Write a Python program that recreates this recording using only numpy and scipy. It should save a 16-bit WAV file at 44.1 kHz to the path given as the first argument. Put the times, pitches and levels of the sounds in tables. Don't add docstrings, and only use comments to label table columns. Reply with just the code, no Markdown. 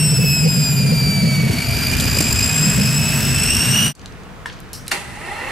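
import sys
import numpy as np
from scipy import signal
from scipy.io import wavfile
from scipy.ndimage import uniform_filter1d

SR = 44100
rng = np.random.default_rng(int(sys.argv[2]) if len(sys.argv) > 2 else 0)


def magnitude_from_level(level_db):
    exponent = np.asarray(level_db, float) / 20
    return 10 ** exponent


def master_out(mix):
    frames = np.transpose(np.atleast_2d(mix))
    ceiling = np.clip(frames, -1, 1)
    pcm = np.round(ceiling * 32767).astype(np.int16)
    wavfile.write(sys.argv[1], SR, pcm)


N = 242991
T = np.arange(N) / SR
SIDE = np.array([[.5], [-.5]])
CHANGE_S = 3.932
LIGHT_S = 1.39
LOW_CUT_HZ = 98

# time in seconds, blade-passing tone in Hz,
# fireball outside the pipes from 0 to 1, thrust in dB.
ENGINE = [(0.0, 2725, 0, 4.5), (0.14, 2653, 0.2, 3), (0.42, 2542, 0.08, 2), (0.84, 2412, 0.12, 2.5),
          (1.14, 2327, 0.12, 2), (1.44, 2255, 0.18, 3.5), (1.56, 2270, 0.64, 6), (1.69, 2360, 0.98, 6),
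          (1.96, 2404, 0.86, 9), (2.2, 2459, 0.67, 9), (2.4, 2487, 0.85, 8.5), (2.65, 2528, 0.05, 10.5),
          (2.95, 2579, 0.11, 8.5), (3.2, 2622, 0.21, 10.5), (3.4, 2657, 0.37, 10.5), (3.54, 2762, 0.83, 10),
          (3.68, 2777, 0.17, 12), (3.84, 2915, 0.19, 12.5)]
# frequency in Hz, then the value named in the note.
PORTS = [
    [(45, .97), (140, .99), (240, .96), (400, .78), (1000, .7), (2400, .85), (6000, .85), (12000, .82)],
    [(45, -1.0), (80, -.78), (140, -.48), (240, -.33), (650, -.25), (1600, -.15), (2400, .5), (3600, .15), (8000, -.05)],
    [(45, 4), (140, .4), (400, -1), (1000, -1), (1600, -3), (2400, -2.5), (3600, .3), (6000, .4), (8000, 4), (11000, -1)],
]
YARD_PORTS = [
    [(45, 0.38), (140, 0.49), (240, 0.75), (1000, 0.45), (2400, 0.49), (6000, 0.33)],
    [(45, -6), (80, 1), (140, 0.5), (400, 0), (1000, -0.5), (5000, -1)],
    PORTS[2],
]

# time in seconds, pitch in Hz.
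BOOM_HZ = [(0, 152.6), (.14, 138.7), (.3, 144.9), (.46, 151.6), (.62, 150.4), (.8, 138.8), (.86, 142.9),
           (.92, 159.3), (1.0, 138.8), (1.24, 158.2), (1.4, 149), (1.5, 130), (2.5, 150.2), (2.65, 155.5),
           (2.8, 143.5), (2.97, 152.1), (3.2, 135), (3.9, 148)]
# time in seconds, extra level in dB, half length in seconds.
SURGES = [(.13, 13, 0.02), (.2, 8.5, 0.02), (0.244, 14, 0.0051), (.36, -18, 0.017), (.463, 11, 0.028),
          (.52, -5, 0.065), (.6, 4.5, 0.047), (.66, -6.5, 0.029), (.78, 4.5, .021), (.85, 7.5, 0.019),
          (0.921, 7.5, 0.02), (.97, 0, 0.03), (1.01, 3.5, .021), (1.05, -0.5, 0.029), (1.15, -2.5, 0.041),
          (1.19, 8.5, 0.0069), (1.248, 5.5, .03), (1.31, 3.5, 0.022), (1.39, 4.5, 0.0073),
          (1.47, 12, 0.012), (1.505, 22.5, 0.0082), (2.0, 16, 0.013), (2.21, 9, 0.019), (2.28, 10, 0.036),
          (2.65, -3, 0.024), (2.74, -13, 0.029), (2.92, -0.5, 0.061), (3.05, -5.5, 0.044), (3.15, 0.5, .04),
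          (3.79, -26, 0.039)]
# frequency in Hz, width in Hz, level in dB.
DUCT = [(251, 31, 5), (414.6, 48, 0), (655, 87, -1.5), (944, 170, -5.5)]

# frequency in Hz, level in dB.
INTAKE = [
    [(2250, -26.5), (2400, -29.5), (2500, -30), (2590, -29.5), (2670, -30), (2760, -26), (2920, -22.5)],
    [(4500, -31), (4650, -24.5), (4850, -26.5), (5050, -23.5), (5280, -25), (5400, -24.5), (5830, -22)],
    [(6750, -42.5), (7100, -39), (7400, -25.5), (7600, -27), (7850, -27.5), (8100, -22), (8750, -24.5)],
    [(11300, -43.5), (11800, -41.5), (12250, -40.5), (12550, -41.5), (13000, -41), (13600, -41), (14500, -39)],
]
# time in seconds, extra level in dB, half length in seconds.
WAVERS = [(.105, -8, 0.038), (.17, -7, 0.026), (.29, 3, 0.11), (.39, 0.5, 0.046), (.55, -10, 0.049),
          (.7, -4.5, 0.11), (.82, -1, .04), (1.15, -4.5, 0.25), (.97, -2, .06), (1.4, 1, 0.059),
          (2.95, -3, 0.032), (3.25, -6, 0.055), (3.43, 8, 0.018), (3.5, 5.5, 0.032), (3.78, 8, 0.033)]
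# time in seconds, extra level in dB, half length in seconds.
FALTERS = [(.235, -13, 0.0054), (.745, -14, .014), (.855, -9, 0.0086), (2.4, -0.5, 0.098),
           (2.56, -5, 0.057), (2.65, 1, .05), (2.75, -5.5, 0.045), (2.88, 0, .05), (3.0, -3, 0.17),
           (3.2, -6.5, 0.057), (3.35, -3.5, 0.048), (3.67, -4, 0.025), (3.86, -1.5, .04)]
# time in seconds, extra level in dB, half length in seconds.
GLINTS = [
    [(.1, 3, 0.036), (.6, -1.5, 0.075), (.98, -2, .05), (2.62, 6, 0.18), (2.85, -2.5, 0.056), (3.2, -1.5, 0.054), (3.7, -0.5, 0.097)],
    [(.3, 11, 0.064), (.55, 2, .06), (.72, 3, .05), (.88, -9, 0.048), (1.05, 0, .08), (1.3, -16, 0.11), (1.8, 5, 0.072), (3.2, 4, 0.091)],
]
# time in seconds, eddy strength in dB, half length in seconds.
CALM = [(1.8, -3, .05), (2.55, -7, .06), (2.65, -8, .06), (2.84, 1, .07), (3.05, -4, .05), (3.13, 1.5, .03),
        (3.3, -5, .035), (3.52, 2, .05), (3.7, -4, .04), (3.8, 1.5, .06)]
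# time in seconds, peak level in dB, extra level in dB.
BURSTS = [(1.5823, -18, 11), (1.6162, -15, 7), (1.6511, -16, 2), (1.6835, -15, 4), (1.7163, -14, 8),
          (1.7496, -15, 1), (1.8187, -21, -2), (1.8442, -13, 0), (1.8677, -16, 4), (1.9, -16, 1),
          (1.93, -14, 3.5), (1.9584, -14, 3), (2.156, -10, 5), (2.185, -8, 11), (2.2056, 6, 10),
          (2.2547, -10, -3), (2.2862, -10, 5), (2.3256, -8, 10), (2.359, -8, 3), (2.377, -10, 2),
          (2.3949, -10, 2), (2.4135, -10, -3), (2.4372, -8, 9), (2.4902, -15, 0), (2.5101, -10, -2),
          (2.756, -11, 3), (2.8239, -13, -4), (2.8603, -13, 7), (2.9696, -11, 3), (3.0724, -11, -5),
          (3.357, -10, 6.5), (3.3931, -11, 2), (3.4109, -9, 3), (3.4335, -8, 11), (3.5064, -7, 5),
          (3.5436, -8, 9), (3.5643, -7, 9), (3.6156, -8, 3), (3.7145, -9, 3)]

# frequency in Hz, level in dB per Hz.
RUMBLE = [(12, -41), (20, -18), (57, 2.5), (118, 4), (216, -0.5), (249, -12), (304, -14), (330, -17.5),
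          (430, -25), (730, -120)]
# time in seconds, extra level in dB, half length in seconds.
THUMPS = [(.6, -4, 0.3), (1.25, 2, .05), (1.39, 4, 0.032), (1.5, 3, 0.033), (1.57, -1.5, 0.04),
          (2.45, -1.5, 0.042), (3.35, 1.5, 0.12), (3.62, -2.5, 0.093), (1.7, -5.5, 0.045), (2.0, 2.5, 0.23),
          (2.26, 0, 0.095), (2.79, 8.5, 0.057), (3.07, 3.5, 0.034), (3.84, 1, 0.041)]
# time in seconds, extra level in dB, half length in seconds.
DEEP_GUSTS = [(.45, -6, .08), (.7, -7, .1), (1.0, -14, .1), (1.35, -9, .1), (1.56, 5, 0.066),
              (1.7, 7, 0.053), (1.86, -5.5, 0.043), (2.1, 2, .1), (2.3, 5.5, 0.059), (2.9, 3, 0.059),
              (3.05, -5, .05), (3.25, -2, 0.12), (3.55, 6, 0.096), (3.7, -12, 0.051), (3.85, 9, 0.048)]
# frequency in Hz, level in dB per Hz.
ROAR = [(120, -67), (220, 20), (330, -3), (800, -3.5), (1150, -1), (1600, 5.5), (2300, -3), (3000, 2.5),
        (5000, -143)]
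# frequency in Hz, level in dB per Hz.
HISS = [(1500, -4), (2600, 8.5), (3700, 3), (6000, 3), (12000, -2), (13600, -1), (14600, -20), (15700, -14)]
# time in seconds, peak level in dB.
POPS = [(1.5, -29), (1.531, -30), (1.7075, -32), (1.7793, -32), (1.999, -19), (2.0537, -21), (2.1713, -22),
        (2.2057, -12), (2.253, -31), (2.275, -28), (2.314, -27), (2.357, -28), (2.008, -24), (2.042, -29),
        (1.745, -30), (1.766, -27), (3.4415, -42), (3.5043, -32)]
# frequency in Hz, level in dB per Hz.
POP_TONE = [(300, 16.5), (1500, -4), (4000, 2.5), (9000, 4.5), (14000, -7), (16000, -12)]

# frequency in Hz, level in dB per Hz.
YARD = [(12, -30.5), (20, 11), (85, 4), (186, -3.5), (393, -14), (465, -8), (550, -18), (614, -15.5),
        (1460, -16.5), (12400, -42.5), (15500, -46)]
# time in seconds, peak level in dB, ring pitch in Hz,
# time to fall 60 dB in seconds, left-right difference in dB.
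CLICKS = [(3.9513, -21, 6830, 0.021, 0), (3.994, -28.5, 4600, 0.013, 6), (4.015, -32, 4630, 0.015, 0.5),
          (4.059, -20, 5030, 0.0051, 3), (4.123, -36, 5100, 0.012, 1.5), (4.2344, -40, 5080, 0.012, -2.0),
          (4.2894, -52, 5390, 0.012, -0.5), (4.5268, -34, 5000, 0.056, 3), (4.589, -33, 3500, 0.013, -4),
          (4.6027, -28.5, 9500, 0.012, 3), (4.603, -39, 4000, .01, 0), (4.654, -44, 5000, .012, 0),
          (4.88, -26, 13000, .01, -5), (4.871, -28, 2790, 0.023, 0), (4.88, -13.5, 7900, 0.012, -8),
          (4.8805, -21, 3400, 0.0099, -6), (4.911, -21, 3000, 0.03, 3), (4.913, -22, 8800, 0.03, 3),
          (4.887, -28.5, 6470, 0.11, 0), (5.1594, -41, 5420, 0.012, 0.5), (4.7316, -20, 9050, 0.026, 0),
          (4.691, -42, 6000, .012, 0), (4.864, -36, 7500, .05, 0)]
# time in seconds, peak level in dB, left-right difference in dB.
LEVER = [
    (4.4585, -12, .5),
]
# frequency in Hz, level in dB, time to fall 60 dB in seconds.
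LEVER_MODES = [(975, -2.5, 0.021), (1750, 9.5, 0.011), (2080, -2, 0.014), (2910, -14, 0.031),
               (3400, -7, 0.018)]
# time in seconds, peak level in dB, pitch in Hz, time to fall 60 dB in seconds.
REBOUND = [
    (4.4982, -28, 3250, .018),
    (4.501, -28, 1660, 0.022),
]
# time in seconds, level in dB.
PUFF = [
    (4.731, -35),
    (4.733, -33),
    (4.829, -49.5),
    (4.855, -53),
]
# frequency in Hz, level in dB per Hz.
PUFF_TONE = [(1180, -57), (2000, -31), (2590, -11), (3040, -4), (3550, -20), (3740, -8), (5650, 1),
             (6480, -7), (8970, -4), (15500, -18)]
# time in seconds, peak level in dB, left-right difference in dB.
RELAY = [
    (4.9152, 0.5, -1.5),
]
# frequency in Hz, level in dB, time to fall 60 dB in seconds.
RELAY_MODES = [(1000, -25, 0.044), (1220, -6, .07), (1930, 9.5, 0.024), (2770, 10.5, 0.024),
               (4390, 5, 0.026), (4840, 5, 0.02), (7100, -12, .1), (8560, -5.5, 0.062), (12100, -16, .07)]
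# time in seconds, teeth per second in Hz.
MOTOR = [
    (4.92, 44.4),
    (5.22, 310),
    (5.33, 405),
    (5.4, 472),
    (5.51, 573),
]
# frequency in Hz, width in Hz, level in dB.
HOUSING = [(367, 16, -4.5), (600, 57, -8.5), (813, 17, 3.5), (948, 31, -2), (1280, 96, -9),
           (1840, 10.5, 3.5), (1984, 27, 1), (2150, 46, -8), (2410, 40, -20), (2695, 34, -2.5),
           (3000, 30, -31), (3600, 33, -39), (4160, 49, -17)]
# frequency in Hz, level in dB per Hz.
BRUSH = [(590, -17), (1000, -14), (1550, -12), (1950, -4.5), (3040, -10.5), (6570, -16), (9370, -12.5),
         (12500, -24.5), (14000, -34), (15500, -50)]


def evened(x):
    return x / np.sqrt(np.mean(abs(x) ** 2) + 1e-20)


def read(points, hz):
    f, value = np.transpose(points)
    return np.interp(np.log(hz + 1), np.log(f + 1), value)


def curves(rows):
    s, *columns = np.transpose(rows)
    return [np.interp(T, s, c) for c in columns]


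def swells(rows):
    t = T[::64]
    total = sum(db * np.exp(-((t - s) / half) ** 2) for s, db, half in rows)
    return np.interp(T, t, total)


def add(mix, s, sound):
    part = mix[:, round(s * SR):][:, :sound.shape[1]]
    part += sound[:, :part.shape[1]]


def chance(hz, channels=1):
    z = rng.standard_normal((channels, N // 16 + 2, 2)) @ [1, 1j]
    r = np.exp(-2 * np.pi * hz * 16 / SR)
    slow = evened(signal.lfilter([1], [1, -2 * r, r * r], z))
    return np.array([np.interp(T, np.arange(len(v)) * 16 / SR, v) for v in slow])


def noise(spectrum_db, ports, patchy_db, size=1024, in_yard=False):
    first = 39 * SR // 10 if in_yard else 0
    length = N - first if in_yard else 4 * SR
    frames, hz = 4 * length // size + 5, np.fft.rfftfreq(size, 1 / SR)
    a, b, c, d, patches = rng.standard_normal((5, len(hz), frames))
    patches = uniform_filter1d(patches, size=12, axis=0)
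    patches = evened(uniform_filter1d(patches, size=10, axis=1))
    same, lead, pan_db = (read(p, hz)[:, None] for p in ports)
    same = np.clip(same, 0, 1)
    left = a + 1j * b
    right = same * left + np.sqrt(1 - same ** 2) * (c + 1j * d)
    right = right * np.exp(-1j * lead)
    z = np.array([left * magnitude_from_level(pan_db / 2), right * magnitude_from_level(-pan_db / 2)])
    z *= magnitude_from_level(spectrum_db(hz)[:, None] + patchy_db * patches)
    x = signal.istft(z, nperseg=size, noverlap=3 * size // 4)[1]
    return np.pad(evened(x[:, :length]), ((0, 0), (first, N - first - length)))


def port(hz):
    return magnitude_from_level(SIDE * read(PORTS[2], hz)) * np.exp(1j * SIDE * read(PORTS[1], hz))


def resonances(modes, hz):
    return sum(magnitude_from_level(db) / np.sqrt(1 + (2 * (hz - f) / width) ** 2) for f, width, db in modes)


def ring(modes, rise_s):
    t = T[:9000]
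    x = sum(magnitude_from_level(db - 60 * t / t60) * np.sin(2 * np.pi * (hz * t + rng.random())) for hz, db, t60 in modes)
    x *= np.minimum(t / rise_s, 1)
    return x / abs(x).max()


def crack(hz, t60):
    t = T[:9000][:round(1.5 * t60 * SR) + 200]
    band = signal.butter(2, [hz / 1.5, min(1.4 * hz, .45 * SR)], "band", fs=SR)
    x = signal.lfilter(*band, rng.standard_normal(len(t)) * magnitude_from_level(-60 * t / t60))
    return x / abs(x).max()


def duct_boom():
    hz = curves(BOOM_HZ)[0]
    turn = 2 * np.pi * np.cumsum(hz) / SR
    sway = chance(15)
    sway = sway * abs(sway) ** -.6
    sway = uniform_filter1d(sway.view(float).reshape(1, N, 2), size=330, axis=1) @ [1, 1j]
    tone = evened((sway * port(hz) * np.exp(1j * turn)).real)
    ratio = 1.36
    upper = chance(13.5) * port(ratio * hz) * np.exp(1j * ratio * turn)
    tone = tone + magnitude_from_level(-11) * evened(upper.real)
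    fireball = curves(ENGINE)[1]
    return tone * magnitude_from_level(-12 - 29.5 * fireball + swells(SURGES))


def blade_whine(boom):
    hz, fireball, _ = curves(ENGINE)
    lit = np.clip((T - LIGHT_S) / 0.16, 0, 1)
    cold, hot, extra = .12, .68, .12
    turbulence = cold + lit * (hot - cold + extra * fireball) * magnitude_from_level(swells(CALM))
    share = np.clip(turbulence, 0, 1)

    loss_db = lit * -12 * np.exp(-abs(T - LIGHT_S) / 0.24)
    first_db, second_db, third_db, fifth_db = (read(p, k * hz) + loss_db for k, p in zip((1, 2, 3, 5), INTAKE))
    levels_db = [first_db + swells(WAVERS),
                 second_db + swells(FALTERS),
                 third_db + swells(GLINTS[0]),
                 (second_db + fifth_db) / 2 - 6,
                 fifth_db + swells(GLINTS[1]),
                 fifth_db - 4 - 5 * turbulence]

    flutter = evened((chance(9)[0] * np.exp(2j * np.pi * 57.6 * T)).real)
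    turn = 2 * np.pi * np.cumsum(hz) / SR
    turn = turn + 0.34 * share * flutter + 0.14 * np.tanh(boom[0] / 0.26)
    turn = turn + .22 * share * chance(130)[0].real * np.sqrt(2)
    throb_db = lit * (2.5 + 3.5 * fireball) * np.minimum(np.roll(flutter, 150) - .5, .5)
    throb_db = throb_db + swells([(s + 0.0036, db, 0.004) for s, _, db in BURSTS]) - 1

    out = np.zeros((2, N))
    for k, db in enumerate(levels_db, 1):
        scattered = .45 * chance(45 + 12 * k) + .89 * chance(120 + 50 * k)
        sway = np.sqrt(1 - share ** 2) + (share + .45 * (k > 4)) * scattered
        sway = sway + (.32 + .06 * lit) * chance(22, channels=2)
        gain = np.sqrt(2) * magnitude_from_level(db + 3.0 + throb_db * min(k + 1, 4) / 4)
        out += gain * (sway * port(k * hz) * np.exp(1j * k * turn)).real
    return out


def accessory_gear():
    shaft = 2 * np.pi * np.cumsum(curves(ENGINE)[0]) / SR
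    return np.sin(.5655 * shaft) * magnitude_from_level(-42.0 - 1.38 * T) * (T < LIGHT_S)


def flame_rumble():
    fireball = curves(ENGINE)[1]

    def tone_db(hz):
        return read(RUMBLE, hz) + 10 * np.log10(1 + (LOW_CUT_HZ / (hz + 20)) ** 2)

    rumble = noise(tone_db, PORTS, 2.6, size=4096)
    deep = signal.lfilter(*signal.butter(1, 75, fs=SR), rumble)
    rumble = rumble + deep * (magnitude_from_level(-12 + 14.5 * fireball + swells(DEEP_GUSTS)) - 1)
    hollow = signal.lfilter(*signal.butter(1, (150, 225), "band", fs=SR), rumble)
    rumble = rumble - .6 * fireball * hollow
    ducked_db = 0.19 * np.maximum(swells(SURGES), 0) * (T < LIGHT_S)
    rumble_db = -18 + 2.5 * fireball + swells(THUMPS) - ducked_db
    overtones = noise(lambda hz: 40 * np.log10(resonances(DUCT, hz)), PORTS, 1.5, size=4096)
    return rumble * magnitude_from_level(rumble_db) + overtones * magnitude_from_level(-32.0 + 0.2 * T)


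def roar_and_hiss():
    _, fireball, thrust_db = curves(ENGINE)
    roar = noise(lambda hz: read(ROAR, hz), PORTS, 0.46, size=2048)
    hiss = noise(lambda hz: read(HISS, hz), PORTS, 0.24)
    gust = magnitude_from_level((.5 + fireball) * chance(45).real)
    return (roar * magnitude_from_level(-37 + thrust_db) + hiss * magnitude_from_level(-34 + 0.79 * thrust_db)) * gust


def flame_pops():
    flash, t = np.zeros((1, N)), T[None, :3000]
    for s, db in POPS:
        add(flash, s, magnitude_from_level(db - 60 * t / 0.07) + magnitude_from_level(db + 4 - 60 * t / 0.016))
    return flash * noise(lambda hz: read(POP_TONE, hz), PORTS, 3.3, size=512)


def quiet_yard():
    air = noise(lambda hz: read(YARD, hz), YARD_PORTS, 1.0, size=2048, in_yard=True)
    return air * magnitude_from_level(-30 + 0.43 * chance(2.0).real)


def switch_clicks():
    out = np.zeros((2, N))
    for s, db, hz, t60, pan_db in CLICKS:
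        add(out, s, crack(hz, t60) * magnitude_from_level(db + SIDE * np.clip(pan_db, -3, 3)))
    return out


def with_ground_scatter(knocks):
    t = T[:6000]
    scatter = rng.standard_normal((2, 6000)) * magnitude_from_level(-60 * t / .2) * (t > .004)
    scatter = signal.lfilter([1], [1, -.45], scatter)
    scatter = scatter / np.linalg.norm(scatter[0])
    return knocks + magnitude_from_level(-8) * signal.fftconvolve(knocks, scatter, axes=1)[:, :N]


def lever_knock():
    out = np.zeros((2, N))
    for s, db, pan_db in LEVER:
        pan = SIDE * pan_db
        add(out, s - .0005, ring(LEVER_MODES, 0.0014) * magnitude_from_level(db + pan))
        add(out, s - .001, crack(7300, 0.09) * magnitude_from_level(db - 19 + pan))
        add(out, s, crack(3800, 0.53) * magnitude_from_level(db - 20.5 + pan))
    for s, db, hz, t60 in REBOUND:
        add(out, s, ring([(hz, 0, t60 * .7)], .001) * magnitude_from_level(db - 2 + SIDE))
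        add(out, s, crack(hz, t60) * magnitude_from_level(db - 1 + SIDE))
    return out


def valve_puff():
    air = noise(lambda hz: read(PUFF_TONE, hz), PORTS, 2.3, in_yard=True)
    bleed = magnitude_from_level(-250 * np.maximum(T - PUFF[-1][0], 0))
    return air * magnitude_from_level(curves(PUFF)[0]) * (T > PUFF[0][0]) * bleed


def relay_clunk():
    out = np.zeros((2, N))
    for s, db, pan_db in RELAY:
        pan = SIDE * pan_db
        add(out, s, ring(RELAY_MODES, 0.0016) * magnitude_from_level(db - 5.0 + pan))
        add(out, s, crack(1700, 0.042) * magnitude_from_level(db - 10.5 + pan))
        add(out, s, crack(5400, 0.083) * magnitude_from_level(db - 15 + pan))
    return out


def starter():
    on = T > RELAY[0][0]
    since = np.maximum(T - RELAY[0][0] - .018, 0)
    speed = curves(MOTOR)[0]
    octaves = np.log2(speed / 500)
    whir_gain = np.hypot(magnitude_from_level(-25.5 - 60 * since / 0.56), magnitude_from_level(-27.5 + 11 * octaves))
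    brush_gain = np.hypot(magnitude_from_level(-24.5 - 60 * since / 0.42), magnitude_from_level(-38.5 + 2.5 * octaves))

    hz = speed * (1 + 0.015 * chance(19.4)[0].real)
    turn = 2 * np.pi * np.cumsum(hz) / SR
    slack = chance(14)[0]
    teeth = np.zeros((2, N))
    for k in range(1, 13):
        tone = (port(k * hz[on]) * np.exp(1j * k * turn[on])).real
        wear = 0.57 + .5 * abs(np.roll(slack, 4000 * k)[on])
        teeth[:, on] += resonances(HOUSING, k * hz[on]) ** 1.16 * wear * tone
    teeth = teeth * np.clip((T - 5.0) / 0.18, 0, 1)

    chatter = noise(lambda hz: 20 * np.log10(resonances(HOUSING, hz)), PORTS, 0.8, size=2048, in_yard=True)
    whir = (0.91 * chatter + teeth) * whir_gain
    brush = noise(lambda hz: read(BRUSH, hz), YARD_PORTS, 1.2, in_yard=True) * brush_gain
    return (whir + brush) * magnitude_from_level(0.82 * chance(25).real) * on


def scene():
    boom = duct_boom()
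    engine = boom + blade_whine(boom) + accessory_gear() + flame_rumble() + roar_and_hiss() + flame_pops()
    knocks = with_ground_scatter(switch_clicks() + lever_knock() + relay_clunk())
    return np.where(T < CHANGE_S, engine, quiet_yard() + knocks + valve_puff() + starter())


def thin_treble(x):
    hz, t, z = signal.stft(x, SR, nperseg=1024)
    hz = hz[:, None]
    blade = np.interp(t, T, curves(ENGINE)[0])
    ragged = 130 * rng.standard_normal(len(t) // 4 + 1).repeat(4)[:len(t)]
    edge = np.where(blade < 2525, 6 * blade, np.maximum(5.28 * blade, 13300)) + ragged
    near_sixth = (abs(hz - 6 * blade - ragged) < 420) & (blade < 2640)
    kept = (hz < edge) | near_sixth | (t > CHANGE_S)
    return signal.istft(z * np.where(kept, 1, magnitude_from_level(-60)), SR, nperseg=1024)[1][:, :N]


def low_pass(x):
    return signal.sosfilt(signal.butter(12, 15680, fs=SR, output="sos"), x)


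def record(dry):
    ceiling, knee = magnitude_from_level(-8.5), 110
    over = dry / ceiling
    clipped = ceiling * over / (1 + abs(over) ** knee) ** (1 / knee)
    cut = signal.lfilter(*signal.butter(1, LOW_CUT_HZ, "high", fs=SR), clipped)
    cut = signal.lfilter(*signal.butter(1, 28, "high", fs=SR), cut)
    cut = signal.sosfilt(signal.butter(16, 15700, fs=SR, output="sos"), cut)
    fade_out = abs((CHANGE_S - T) / 0.07) ** 1.3
    fade_in = (T - CHANGE_S) / 0.11
    fade = np.clip(np.where(T < CHANGE_S, fade_out, fade_in), .01, 1)
    return low_pass(thin_treble(cut) * fade)


dry = scene()
out = record(dry)
master_out(out)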